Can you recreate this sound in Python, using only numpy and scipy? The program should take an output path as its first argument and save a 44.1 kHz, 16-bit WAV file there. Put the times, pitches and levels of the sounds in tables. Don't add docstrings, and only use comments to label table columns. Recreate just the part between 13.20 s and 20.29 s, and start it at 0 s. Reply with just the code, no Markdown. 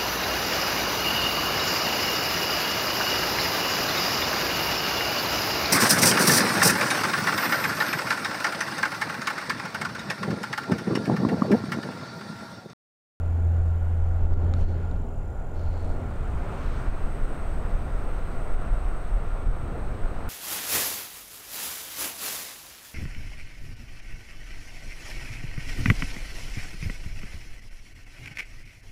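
import sys
import numpy as np
from scipy import signal
from scipy.fft import rfft, irfft, next_fast_len
from scipy.io import wavfile
from scipy.ndimage import uniform_filter1d, map_coordinates

SR = 44100
rng = np.random.default_rng(int(sys.argv[2]) if len(sys.argv) > 2 else 0)


def digitize_waveform(pressure):
    field = np.atleast_2d(pressure).T
    bounded = np.clip(field, -1, 1)
    quanta = np.round(bounded * 32767).astype(np.int16)
    wavfile.write(sys.argv[1], SR, quanta)


def voltage_ratio(level):
    return 10 ** (np.asarray(level, float) / 20)


N = 312669
T = np.arange(N) / SR


def unit(x):
    return x / np.sqrt(np.mean(x ** 2) + 1e-20)


def along(points, hz):
    f, v = np.transpose(points)
    return np.interp(np.log(hz + 1), np.log(f + 1), v)


def curves(rows):
    seconds, *columns = np.transpose(rows)
    return [np.interp(T, seconds, column) for column in columns]


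def bumps(rows):
    return sum(size * np.exp(-((T - s) / half) ** 2) for s, half, size in rows)


def wobble(rate):
    knots = rng.standard_normal(int(N * 80 / SR) + 4)
    return map_coordinates(knots, [T * min(rate, 80)])


def tone(hz):
    return np.sin(2 * np.pi * np.cumsum(hz) / SR)


def filtered(x, response):
    m = next_fast_len(N + SR // 2)
    return irfft(rfft(x, m) * response(np.fft.rfftfreq(m, 1 / SR)), m)[:N]


def rush(spectrum, patchy_db):
    z = signal.stft(rng.standard_normal(N), nperseg=512)[2]
    patches = uniform_filter1d(rng.standard_normal(z.shape), size=5, axis=0)
    patches = uniform_filter1d(patches, size=14, axis=1)
    x = signal.istft(z * voltage_ratio(patchy_db * unit(patches)), nperseg=512)[1][:N]
    return unit(filtered(x, lambda hz: voltage_ratio(along(spectrum, hz))))


# (start [s], end [s])
FADE = (2.32, 3.86)


def fade():
    start, end = FADE
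    turn = np.pi / 2 * np.clip((T - start) / (end - start), 0, 1)
    return np.cos(turn), np.sin(turn)


def blend(field_db, terminal_db):
    field, terminal = fade()
    return np.hypot(field * voltage_ratio(field_db), terminal * voltage_ratio(terminal_db))


# (frequency [Hz], density [dB per Hz])
SELF_NOISE = [(3000, -21), (6000, 3), (9500, -1.5), (16000, -3)]
# (time [s], half length [s], level [dB])
GAIN_SAG = [
    (1.6, .7, -1.8),
    (5.0, 0.69, 1.1),
    (6.2, 0.61, -1),
]


def microphone_hiss():
    level = blend(-75, -71.5) * voltage_ratio(3.5 + bumps(GAIN_SAG))
    return level * rush(SELF_NOISE, patchy_db=0.2)


# (frequency [Hz], density [dB per Hz])
WINGS = [(7300, -46.5), (7700, -12), (8050, -6.5), (8300, -4), (8550, -4.5), (8750, -13), (8950, -8.5),
         (9150, -23), (9500, -47.5)]
# (time [s], half length [s], level [dB])
CHORUS_SWAY = [
    (.65, .3, 2),
    (2.65, 0.06, 3),
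    (4.1, .25, 2.8),
    (5.4, 0.62, 2),
    (6.4, .3, -0.5),
]


def insect_chorus():
    lead_depth, lead_grows_s = 0.6, 2.1
    depth = lead_depth * np.clip(0.3 + 0.7 * T / lead_grows_s, 0, 1) * fade()[0] ** 2
    beat = 1 + depth * np.cos(2 * np.pi * (57.2 * T - 0.18))
    shimmer = beat * voltage_ratio(0.29 * wobble(9) + 0.29 * wobble(35))
    level = blend(-79, -65.5) * voltage_ratio(bumps(CHORUS_SWAY))
    return level * unit(shimmer * rush(WINGS, patchy_db=1.0))


def cricket():
    stroke = (42.04 * T + 0.05) % 1
    gate = np.clip(1 - ((stroke - 0.5) / 0.31) ** 2, 0, 1)
    hz = 7130 - 260 * (stroke - 0.5) + 30 * wobble(70)
    trill = unit(gate * voltage_ratio(0.8 * wobble(40)) * tone(hz))
    level_db = -73 + bumps([(0.85, 0.25, -3)])
    return voltage_ratio(level_db) * fade()[0] ** 0.56 * trill


# (start [s], length [s], rms level [dB])
LENS = [
    (1.105, .045, -68.5),
    (1.185, 0.071, -75),
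    (1.34, 0.13, -66),
    (1.46, .1, -71),
    (1.6, .15, -86),
    (2.335, 0.39, -66),
    (2.79, 0.15, -76.5),
]
# (frequency [Hz], width [Hz], level [dB])
LENS_BODY = [(2800, 1500, -11.5), (4320, 290, 0), (5800, 1500, -15)]


def lens_body(f):
    total = 0
    for k, (centre, width, db) in enumerate(LENS_BODY):
        total = total + (-1) ** k * voltage_ratio(db) * 1j * f * width / (centre ** 2 - f ** 2 + 1j * f * width)
    return total


def lens_motor():
    teeth_per_s, spin_up_s, run_down_s = 104.5, 0.03, 0.04
    at = (np.arange(110, 320) + 0.36 + 0.04 * rng.standard_normal(210)) / teeth_per_s
    ticks = np.zeros(N)
    ticks[(at * SR).astype(int)] = voltage_ratio(2.4 * rng.standard_normal(len(at)))
    ticks += 0.055 * rng.standard_normal(N)
    running = np.zeros(N)
    for start, length, db in LENS:
        spin_up = np.clip((T - start) / spin_up_s, 0, 1)
        run_down = np.exp(-np.clip(T - start - length, 0, None) / run_down_s)
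        running += voltage_ratio(db) * spin_up * run_down
    return running * unit(filtered(ticks, lens_body))


# (time [s], peak level [dB])
CLICKS = [(1.1386, -47), (1.338, -32), (1.365, -52), (1.713, -45), (1.762, -50), (2.35, -53), (2.394, -48),
          (2.541, -52), (2.569, -54), (2.646, -48), (2.769, -50), (2.803, -52)]
# (frequency [Hz], level [dB], time to fall 60 dB [s])
SHELL = [(1300, 4.5, 0.014), (1980, -6, .01), (3700, -8, 0.02), (3920, -4.5, 0.01), (4900, -9, 0.0069),
         (5600, -22, 0.0037), (6860, -11, .006), (6730, -9.5, 0.0069), (7800, -14, 0.0044),
         (9000, -11, 0.0031)]


def body_clicks():
    out = np.zeros(N)
    t = T[:SR // 20]
    ring = sum(voltage_ratio(db - 60 * t / t60) * np.sin(2 * np.pi * hz * t) for hz, db, t60 in SHELL)
    rise = 1 - np.exp(-(t / 0.0002) ** 2)
    bright = np.diff(np.hanning(10))
    for s, db in CLICKS:
        noise = np.convolve(rng.standard_normal(len(t)), bright, "same")
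        crack = 0.9 * voltage_ratio(-60 * t / 0.006) * noise
        out[round(s * SR):][:len(t)] += voltage_ratio(db - 3) * rise * (ring + crack)
    return out


# (time [s], half length [s], level [dB])
RUBS = [
    (1.13, .012, -69),
    (1.367, .01, -67),
    (1.39, .01, -65),
    (1.415, .014, -59),
    (1.438, .01, -64),
    (1.5, .05, -69),
    (3.33, .025, -67),
    (3.41, .05, -63.5),
    (3.59, .035, -65),
]
# (frequency [Hz], density [dB per Hz])
SKIN = [(1000, -40), (2000, -4), (3000, 0), (4000, -7), (5000, -8), (6100, -5), (7500, -9), (9500, -10),
        (10800, -24), (16000, -36)]


def sliding_hand():
    slide = bumps([(s, half, voltage_ratio(db)) for s, half, db in RUBS])
    return slide * unit(voltage_ratio(2 * wobble(79)) * rush(SKIN, patchy_db=2.5))


# (time [s], level [dB])
WIND = [(0, -32.5), (.5, -33), (1.05, -25.5), (1.55, -31.5), (2.0, -30), (3.3, -29.5), (3.7, -31),
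        (4.3, -27.5), (5.2, -26), (5.6, -27), (6.3, -24.5), (6.6, -33), (7.09, -29)]
# (frequency [Hz], density [dB per Hz])
BUFFET = [(2, -18.5), (8, 4), (16, 2), (27, 3.5), (50, -12.5), (75, -26.5), (120, -80), (300, -150)]
# (time [s], level over the wind [dB])
BLOWS = [(.42, 7), (.6, 1), (0.831, 3.5), (1.06, 5), (1.15, 18), (1.451, 22), (1.75, 5.5), (2.19, 1),
         (2.5, 6), (2.7, 4.5), (3.47, 7), (3.7, 18), (3.85, 8), (4.04, 8), (4.548, 7.5), (4.75, 2),
         (4.86, 1), (5.341, 10), (5.52, 12), (5.65, 11.5), (5.95, 7.5), (6.289, 12.5), (6.651, 10.5),
         (6.84, 9.5)]


def wind():
    blow_half_s, lull_db = 0.036, 0.5
    x = rush(BUFFET, patchy_db=2.5)
    x /= np.sqrt(np.abs(uniform_filter1d(x ** 2, size=SR // 10)) + 0.29)
    blows_db = bumps([(s, blow_half_s, db) for s, db in BLOWS])
    x = voltage_ratio(curves(WIND)[0] + lull_db + blows_db) * unit(x)
    return x / (1 + np.abs(x / 0.2) ** 4) ** (1 / 4)


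# (frequency [Hz], density [dB per Hz])
FIELD = [(40, -45), (60, 16.5), (110, -0.5), (150, -8), (300, -17.5), (800, -22), (1000, -28.5),
         (1280, -31.5), (1400, -24), (1550, -33), (2500, -43), (4400, -53), (5000, -55.5), (9000, -61.5)]
TERMINAL = [(40, -19), (60, 9), (116, -2), (480, -11), (690, -14), (910, -21), (1400, -21), (1650, -28.5),
            (2700, -35.5), (3100, -39.5), (4300, -41.5), (4800, -44.5), (7200, -49.5), (9000, -60.5)]
# (frequency [Hz], ..)
SPLITS_HZ = (30, 140, 420, 900, 2600, 11000)
# (level [dB], ..)
FIELD_DB = (-41, -45, -48.5, -54, -66)
TERMINAL_DB = (-36.5, -47, -50.5, -46.5, -64.5)
# (time [s], level [dB])
AIR = [(0, -1), (.9, -0.5), (1.65, 1.5), (1.85, -4.5), (2.2, -3), (2.6, -0.4), (3.3, 2), (3.9, 0.3),
       (4.4, 0.75), (5.2, 0.1), (6.4, -1), (6.8, 0), (7.09, 2)]
AIR_SHARE = (.1, 0.22, 0.34, 1.1, 0.79)
# (time [s], half length [s], level [dB], centre [Hz])
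SURGES = [(1.199, 0.15, 12.5, 287), (1.5, 0.15, 10, 218), (1.947, 0.17, 4.5, 260), (2.33, 0.1, -6, 68.2),
          (2.77, 0.16, 7.5, 380), (3.1, 0.28, 5.5, 70.53), (3.293, 0.093, 5, 398), (3.485, 0.22, 7.5, 4010),
          (3.694, .15, -0.5, 72), (5.0, 0.069, -2.5, 68.6), (5.48, 0.15, 2, 1806), (6.0, 0.21, 0.5, 1410),
          (5.8, 0.28, -9.5, 129.6), (6.287, 0.069, 6, 122), (6.609, 0.12, 4, 348), (6.901, 0.097, -8, 70)]


def below(hz, edge):
    return 1 / (1 + (hz / edge) ** 6)


def roar():
    surge_octaves = 0.96
    air_db, = curves(AIR)
    field, terminal = fade()
    field_noise = rush(FIELD, patchy_db=0.94)
    terminal_noise = rush(TERMINAL, patchy_db=0.8)
    total = np.zeros(N)
    bands = zip(AIR_SHARE, SPLITS_HZ, SPLITS_HZ[1:], FIELD_DB, TERMINAL_DB)
    for share, lo, hi, field_db, terminal_db in bands:
        band = lambda hz: np.sqrt(np.abs(below(hz, hi) - below(hz, lo)))
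        near = lambda hz: np.exp(-(np.log2(hz / np.sqrt(lo * hi)) / surge_octaves) ** 2)
        surge_db = bumps([(s, half, db * near(hz)) for s, half, db, hz in SURGES])
        here = voltage_ratio(field_db) * field * unit(filtered(field_noise, band))
        there = voltage_ratio(terminal_db) * terminal * unit(filtered(terminal_noise, band))
        total += voltage_ratio(share * air_db + surge_db) * (here + there)
    return total


def far_lines(table, drift_hz, flutter_db):
    total = np.zeros(N)
    for hz, db in table:
        level = voltage_ratio(db + 3 + flutter_db * wobble(3))
        total += level * tone(hz + drift_hz * wobble(6))
    return total


# (frequency [Hz], level [dB])
WHINES = [(694.8, -59), (1395, -61), (3757.5, -81), (3856.5, -83), (3955, -88), (4054, -88), (4153, -85),
          (5563, -89), (8926, -90)]


def turbine_whines():
    growth_db = 0.8 * (T - 6)
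    return fade()[1] * voltage_ratio(growth_db) * far_lines(WHINES, drift_hz=2.2, flutter_db=2.8)


# (frequency [Hz], level [dB])
OVERTONES = [(124, -50.5), (168, -50), (249, -53), (402, -58)]


def engine_overtones():
    return fade()[0] ** 0.43 * far_lines(OVERTONES, drift_hz=1.0, flutter_db=2.2)


# (time [s], firing rate [Hz], level [dB])
DRONE = [(0, 85.3, -25), (.14, 83.6, -23), (.3, 84.2, -19.5), (.45, 83.4, -20.5), (.6, 84.05, -23),
         (.8, 83.25, -22.5), (1.12, 83.3, -23), (1.3, 84.5, -22), (1.52, 84.1, -23.5), (1.75, 84.2, -33),
         (2.1, 85.4, -39), (2.25, 84.2, -54), (2.38, 82.35, -28.5), (2.55, 84.6, -28), (2.75, 81.95, -32.5),
         (2.9, 84.5, -42), (3.25, 83.5, -44), (3.5, 83, -51)]


def engine_drone():
    hz, db = curves(DRONE)
    level = voltage_ratio(db + 2.0 + 0.22 * wobble(6))
    return level * np.cos(np.pi / 4 + 2 * np.pi * np.cumsum(hz) / SR)


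def scene():
    insects = insect_chorus() + cricket()
    camera = lens_motor() + body_clicks() + sliding_hand()
    engines = turbine_whines() + engine_overtones() + engine_drone()
    return (microphone_hiss() + insects + camera + wind() + roar() + engines)[None]


def roll_off(x):
    return signal.sosfilt(signal.butter(12, 16760, fs=SR, output="sos"), x)


# (time [s], depth [dB])
DUCKS = [
    (1.072, -4),
    (1.141, -7),
    (1.432, -3),
    (1.449, -6),
    (1.52, -2),
    (3.688, -4),
    (5.348, -3),
    (5.49, -2),
    (6.24, -2),
    (6.278, -3),
]


def record(dry):
    attack_s, release_s, top_hz = 0.003, 0.035, 15730
    duck_db = np.zeros(N)
    for s, db in DUCKS:
        late = np.clip(T - s, 0, None)
        duck_db += db * (1 - np.exp(-late / attack_s)) * np.exp(-late / release_s)
    x = dry * voltage_ratio(1.2 * duck_db)
    x = x / (1 + np.abs(x / 0.26) ** 8) ** (1 / 8)
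    x = filtered(x[0], lambda hz: hz < top_hz)[None]
    return roll_off(x)


dry = scene()
out = record(dry)
digitize_waveform(out)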